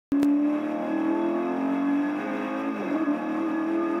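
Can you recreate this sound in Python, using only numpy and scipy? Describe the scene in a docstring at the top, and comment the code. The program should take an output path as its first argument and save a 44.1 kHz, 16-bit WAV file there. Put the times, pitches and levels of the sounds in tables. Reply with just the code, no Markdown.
"""Inside the bare cabin of a V8 race car pulling out of a bend.
The revs climb, the driver shifts up near 2.8 s, and the drivetrain shudders as it takes the load again.
The engine's tones ("orders": whole multiples of its cycle rate) sweep through the fixed booms and dips
of the cabin. Panels and fittings ring over exhaust rasp and road roar. One crackling click comes
near 0.23 s; the intake snarls at high revs, and the exhaust burbles during the gear change."""
import sys
import numpy as np
from scipy import signal
from scipy.fft import rfft, irfft
from scipy.io import wavfile

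SR = 44100
rng = np.random.default_rng(int(sys.argv[2]) if len(sys.argv) > 2 else 0)


def log_audio(samples):
    """Write samples as a 16-bit WAV file to the path given in sys.argv[1]."""
    # one column per channel
    frames = np.atleast_2d(samples).T
    # limit to full scale, then quantise
    limited = np.clip(frames, -1, 1)
    pcm = np.round(limited * 32767).astype(np.int16)
    wavfile.write(sys.argv[1], SR, pcm)


N = 176400
T = np.arange(N) / SR

# engine speed in cycles per second, one cycle being two turns of the crank: t/s, f/Hz
CYCLE_RATE = [(0.12, 34.91), (0.22, 35.94), (0.3, 35.86), (0.48, 36.97), (0.78, 38.29), (0.88, 38.9),
              (0.96, 40.32), (1.06, 39.98), (1.18, 41.84), (1.3, 42.2), (1.71, 45.91), (1.95, 47.42),
              (2.16, 49.6), (2.27, 53.06), (2.38, 51.7), (2.56, 53.52), (2.68, 55.63), (2.73, 55.35),
              (2.76, 52.7), (2.86, 49.07), (2.9, 44.06), (2.93, 40.75), (2.97, 39.06), (3.02, 40.54),
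              (3.1, 36.12), (3.16, 38.36), (3.28, 39.11), (3.37, 39.19), (3.44, 41.37), (3.51, 39.03),
              (3.58, 40.6), (3.64, 39.68), (3.72, 41.4), (3.77, 41.27), (3.82, 42.24), (3.9, 41),
              (4.0, 43.09)]
# strength of the low tones, set by the unevenness of the cylinders: order, level/dB
LOW_ORDERS = [(4,-4.5), (5,-4.5), (6,-1.5), (7,-10.5), (8,7.5), (9,-5.5), (10,2.5), (11,-4.5), (12,-10),
              (13,-1), (14,-1.5), (15,0.5), (16,3), (17,-10), (18,1.5), (19,-1.6), (20,-1.5), (21,0.5),
              (22,-1), (23,-3.5), (24,-1), (25,-7), (26,-1.7), (27,-2), (28,0.5)]
# rise and fall of the rasp and high tones, which the road roar partly follows: t/s, level/dB
RASP_LEVEL = [(.12, -4.5), (.35, -5), (.6, 1.5), (.9, 0.5), (1.4, 1.5), (1.9, 1.5), (2.25, 4.5), (2.62, 3),
              (2.73, 1), (2.8, 5.5), (2.92, 5.5), (3.1, 0.5), (3.3, 3), (3.7, 1), (4, 2.5)]
CYLINDERS = 8


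def amp(db):
    """Turns decibels into a factor to multiply by."""
    return 10 ** (np.asarray(db) / 20)


def unit(x):
    """Scales a signal to an average size (rms) of 1."""
    return x / np.sqrt(np.mean(x ** 2) + 1e-20)


def curve(points):
    """Joins (time, value) points with straight lines, giving a value at every sample."""
    return np.interp(T, *np.transpose(points))


def wander(rate_hz):
    """A smooth random wobble of average size 1; a higher rate wobbles faster."""
    hz = np.fft.rfftfreq(N, 1 / SR)
    return unit(irfft(rfft(rng.standard_normal(N)) * np.exp(-(hz / rate_hz) ** 2), N))


def colour(x, points, size=16384):
    """Shapes a sound by (frequency, level) points; sharp peaks ring on after it."""
    hz, db = np.transpose(sorted(points))
    bin_hz = abs(np.fft.fftfreq(size, 1 / SR))
    log_gain = np.log(amp(np.interp(np.log(bin_hz + 1), np.log(hz + 1), db)))
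    response = np.exp(np.conj(signal.hilbert(log_gain)))  # no ringing ahead of the sound
    ring = np.fft.ifft(response).real[:size // 2]
    return signal.fftconvolve(x, ring)[:N]


def throttle_shut(middle_s=2.821, half_s=0.12):
    """Rises smoothly from 0 to 1 and back as the driver lifts off to change gear."""
    return np.exp(-((T - middle_s) / half_s) ** 4)


def exhaust_note(angle):
    """The cylinders fire in turn, making a strong beat; their unevenness adds tones around it."""
    # strength of the whole note: t/s, level/dB
    load = [(0.12, -7), (0.35, -6.5), (0.6, -3.1), (0.9, 2.2), (1.3, 3), (1.6, 4), (1.9, 1.6), (2.1, 1),
            (2.3, 3.5), (2.65, 2.1), (2.95, 0.5), (3.1, -1), (3.3, 0.7), (3.6, -0.5), (4, -0.3)]
    # extra strength of the firing beat: t/s, level/dB
    firing = [(.12,4), (.3,1), (.45,0), (.6,-2.5), (.74,-1), (.84,-7.5), (.95,.5), (1.15,0), (1.5,-7),
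              (2.2,-4), (2.7,-3.5), (2.93,-10), (2.975,1), (3.04,5), (3.11,-5.5), (3.19,-8), (3.27,0),
              (3.43,1.5), (3.5,1), (3.7,3), (4,0)]
    # extra strength of the tone an octave above that beat: t/s, level/dB
    octave = [(.12,7.5), (.45,11), (.85,7.5), (1,-7), (1.3,0), (2,2.3), (2.6,-4.5), (3.1,6), (3.25,0.5),
              (3.5,-6), (3.75,2), (4,1)]
    # surges and gaps as the clutch bites: t/s, half length/s, level/dB
    surges = [(2.959, 0.0088, 7), (2.99, .008, -4), (3.051, .012, -15.5), (3.113, .026, 1.5)]
    out, shut = np.zeros(N), throttle_shut()
    drop_db = -5.5 * shut  # off the throttle most tones sink, but two grow and the engine lopes
    own_db = {CYLINDERS // 2: 6.5 * shut, CYLINDERS - 1: 8.5 * shut,
              CYLINDERS: curve(firing), 2 * CYLINDERS: curve(octave) + drop_db}
    for order, db in LOW_ORDERS:
        sway_db = 0.1616 * max(order - 6, 0) * wander(rate_hz=7.1)  # higher tones sway more
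        extra_db = own_db.get(order, drop_db + sway_db)
        flutter = 1 + 0.11 * wander(rate_hz=12)
        out += amp(db + extra_db) * flutter * np.cos(order * angle + 2 * np.pi * rng.random())
    shudder_db = sum(db * np.exp(-((T - s) / half) ** 2) for s, half, db in surges)
    return amp(-1.5 + curve(load) + shudder_db) * out


def high_tones(angle, top_order=130, dull_above_hz=1680, groups=4, size=4096):
    """The sharp detail of each engine cycle repeats, in groups of tones that flutter separately."""
    out, orders = np.zeros(N), np.arange(size // 2 + 1)
    typical_hz = orders * np.mean(curve(CYCLE_RATE))
    place_in_cycle = angle / (2 * np.pi) % 1 * size
    for group in range(groups):
        used = (orders > LOW_ORDERS[-1][0]) & (orders <= top_order) & (orders % groups == group)
        strengths = used / np.sqrt(1 + (typical_hz / dull_above_hz) ** 4)
        cycle = irfft(strengths * np.exp(2j * np.pi * rng.random(len(orders)))) * size / 2
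        flutter = 1 + 0.32 * wander(rate_hz=12)
        out += np.interp(place_in_cycle, np.arange(size), cycle) * flutter
    return amp(-1 + curve(RASP_LEVEL)) * out


def exhaust_rasp(angle):
    """Swirling gas hisses, puffing with each firing and swelling with each cycle."""
    # tone of the gas before the cabin shapes it: f/Hz, level/dB
    gas_tone = [(30, -23.5), (150, -10), (290, -12), (500, -12.5), (1000, -2.5), (2000, -0.5), (4000, 5),
                (8000, -2.5), (16000, -12.5)]
    puffs = (1 + 0.7 * np.cos(CYLINDERS * angle)) * (1 + 0.21 * np.cos(angle))
    hiss = unit(puffs * rng.standard_normal(N))
    return amp(16.5 + curve(RASP_LEVEL)) * colour(hiss, gas_tone)


def cabin(x):
    """The bare cabin booms at some pitches and swallows others."""
    # how much of each pitch reaches the ear: f/Hz, level/dB
    booms_and_dips = [(20, -75.5), (70, -69), (105, -57.5), (122, -56), (140, -57), (165, -55),
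                      (185, -37.5), (195, -37), (208, -33.5), (220, -34), (233, -32), (246, -42),
                      (261, -30.5), (282, -19.5), (295, -21), (308, -33.9), (320, -33), (333, -31),
                      (350, -31), (365, -49.5), (380, -54), (395, -58.5), (412, -37), (426, -52),
                      (442, -44.5), (458, -45.5), (478, -60), (495, -45), (512, -45.5), (528, -39),
                      (550, -40.9), (575, -48.5), (595, -43), (615, -40.5), (640, -39.5), (665, -42),
                      (690, -40.5), (712, -44), (735, -60), (775, -52.5), (805, -44), (835, -46.5),
                      (855, -37.5), (880, -44), (905, -52.5), (945, -49.5), (990, -52.3), (1025, -50.5),
                      (1055, -47.5), (1090, -52), (1124, -46.5), (1168, -58.5), (1213, -49.5), (1294, -55),
                      (1397, -54.5), (1433, -65.5), (1471, -55.5), (1588, -58.5), (1609, -63), (1693, -52),
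                      (1782, -63.5), (1900, -75), (2026, -70), (2078, -48.5), (2132, -63), (2273, -51),
                      (2332, -62), (2487, -75.5), (2584, -48.5), (2720, -66.5), (2900, -79.5),
                      (3200, -81.5), (3350, -67), (3500, -82), (3860, -68), (4150, -113), (4850, -76),
                      (5200, -92), (5530, -71.5), (6600, -88), (9000, -103), (12000, -82), (16000, -96.5)]
    return colour(x, booms_and_dips)


def cabin_ripple(x, spacing_hz=22.027, from_hz=440):
    """Countless small cabin resonances put fixed, irregular peaks and dips in the treble."""
    hz = np.fft.rfftfreq(N, 1 / SR)
    grid_hz = np.arange(0, SR, spacing_hz)
    bumps = rng.standard_normal(SR)[:len(grid_hz)].clip(-1.6, 1.3)
    ripple_db = 3 * np.interp(hz, grid_hz, bumps) * np.clip(hz / from_hz - 1, 0, 1)
    return irfft(rfft(x) * amp(ripple_db), N)


def road_roar():
    """Tyres and wind roar, wavering a little and swelling along with the rasp."""
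    # tone of the roar: f/Hz, level/dB
    roar_tone = [(20, -25.5), (60, -22), (120, -1), (220, 4.5), (400, 2), (800, 2), (1500, -4.5),
                 (2500, -5), (4000, -26.5), (8000, -30), (12000, -33.5), (16000, -38.5)]
    roar = unit(colour(rng.standard_normal(N), roar_tone))
    return roar * amp(-46 + 0.63 * curve(RASP_LEVEL) + 1.5 * wander(rate_hz=16))


def ringing_fittings(shaking):
    """Each fitting rings at its own pitch, swelling when an engine tone sweeps across it."""
    # one ring per fitting: f/Hz, width/Hz, level/dB
    rings = [(1047, 7.5, -64), (1350, 13, -64), (1467, 17, -64.5), (1537, 4.9, -57), (2260, 12, -59.5),
             (2585, 57, -67)]
    out = np.zeros(N)
    for hz, width, db in rings:
        b, a = signal.iirpeak(hz, hz / width, SR)
        out += amp(db) * unit(signal.lfilter(b, a, shaking))
    return out


def ringing_panels():
    """Panels give three thin, wavering metallic rings that come and go."""
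    # strength of the low, middle and high ring: t/s, level/dB
    low = [(.12,-63), (1.1,-56.5), (2.3,-47.5), (2.65,-40.5), (2.9,-52), (3.03,-39.5), (3.25,-57),
           (3.45,-41.5), (3.65,-46), (3.76,-48), (3.83,-33), (3.89,-45.5), (3.95,-36.5), (4,-35)]
    middle = [(0.119, -59), (.75, -57), (.95, -46), (1.13, -50), (1.25, -54), (1.65, -53), (1.78, -49.5),
              (2.08, -42.5), (2.199, -62), (2.9, -63), (3.05, -44.5), (3.15, -58), (3.27, -43.5),
              (3.42, -59.5), (3.55, -41.5), (3.68, -48), (3.78, -56), (4, -46)]
    high = [(.12, -79), (.5, -75), (.62, -62), (.72, -67), (1, -64), (1.13, -80), (1.22, -56), (1.4, -67),
            (1.65, -68), (1.8, -61), (2.05, -66), (2.5, -63), (3, -68), (4, -76.5)]
    out = np.zeros(N)
    for hz, width_hz, level in [(1220, 26, low), (1687, 12, middle), (3354, 12, high)]:
        sway = wander(width_hz) + 1j * wander(width_hz)  # wobbles both strength and pitch
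        sway = sway / np.sqrt(abs(sway) + 1e-9)  # evens out the biggest swings
        ring = (sway * np.exp(2j * np.pi * hz * T)).real
        out += amp(curve(level)) * unit(ring)
    return out


def crackle(middle_s=0.235, half_s=0.017, tick_decay_s=0.0002, low_cut_hz=2900):
    """A brief cluster of thin ticks and fizz around the click."""
    # the ticks before their bass is cut: t/s, level/dB
    ticks = [(.1993, -40), (0.2016, -39), (.2329, -37), (0.246, -30), (0.2483, -33)]
    out = amp(-49) * np.exp(-((T - middle_s) / half_s) ** 2) * rng.standard_normal(N)
    for s, db in ticks:
        out += amp(db) * np.sign(T - s) * np.exp(-abs(T - s) / tick_decay_s)
    return signal.sosfilt(signal.butter(2, low_cut_hz, "highpass", fs=SR, output="sos"), out)


def click(at_s=0.2309, snap_decay_s=0.00063, thump_hz=366, thump_decay_s=0.0039):
    """One dry click with a little low thump."""
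    age = T - at_s
    snap = amp(-18) * np.sign(age) * np.exp(-abs(age) / snap_decay_s)
    thump = amp(-25.5) * np.sin(2 * np.pi * thump_hz * age) * np.exp(-abs(age) / thump_decay_s)
    return snap + thump


def intake_snarl(engine, opens_at_hz=50.5, softness_hz=0.42):
    """The air intake adds a harder edge at high revs while the throttle is open."""
    # tone of the snarl: f/Hz, level/dB
    snarl_tone = [(300, -24), (900, -7.5), (1100, 2.5), (1500, -3.5), (2200, -12), (2700, -8), (4000, -35),
                  (12000, -50)]
    high_revs = 0.5 + 0.5 * np.tanh((curve(CYCLE_RATE) - opens_at_hz) / softness_hz)
    steady_engine = engine / amp(curve(RASP_LEVEL))
    return amp(-45) * high_revs * (1 - throttle_shut()) * unit(colour(steady_engine, snarl_tone))


def exhaust_burble(middle_s=2.85, half_s=0.11):
    """Ragged puffs leave the exhaust as the revs fall with the throttle shut."""
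    # tone of the puffs: f/Hz, level/dB
    puff_tone = [(60, -43), (150, -12), (210, -7), (300, -5), (380, 2), (470, -3), (540, 5), (630, -2.5),
                 (740, -6), (860, -8), (1200, -22), (3000, -51), (8000, -74)]
    puffs = (1 + 0.45 * wander(rate_hz=70)) * rng.standard_normal(N)
    swell = np.exp(-((T - middle_s) / half_s) ** 4)
    return amp(-35) * swell * unit(colour(puffs, puff_tone))


def scene(lead_s=0.006004):
    """The engine sounds through the cabin, with the road, rings, click and burble around it."""
    cycle_hz = np.interp(T + lead_s, *np.transpose(CYCLE_RATE))  # runs early, as the cabin delays it
    angle = 2 * np.pi * np.cumsum(cycle_hz) / SR  # one full circle per engine cycle
    angle += 0.004 * wander(rate_hz=45)  # the crank turns unevenly, roughening high tones most
    highs, gas = high_tones(angle), exhaust_rasp(angle)
    engine = cabin(exhaust_note(angle) + highs + gas) + intake_snarl(highs + 0.31 * gas)
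    mix = cabin_ripple(engine + road_roar()) + ringing_fittings(highs + 0.5 * gas)
    return (mix + exhaust_burble() + ringing_panels() + click() + crackle())[None]


def record(dry, start_s=0.12, fade_s=0.012, top_hz=15750):
    """The sound starts abruptly, ends in a very short fade and loses its highest treble."""
    gate = (T >= start_s) * np.minimum((T[-1] - T) / fade_s, 1)
    treble_cut = signal.firwin(511, top_hz, window=("kaiser", 9), fs=SR)
    return signal.oaconvolve(dry * gate, treble_cut[None], "same")


dry = scene()
out = record(dry)
log_audio(out)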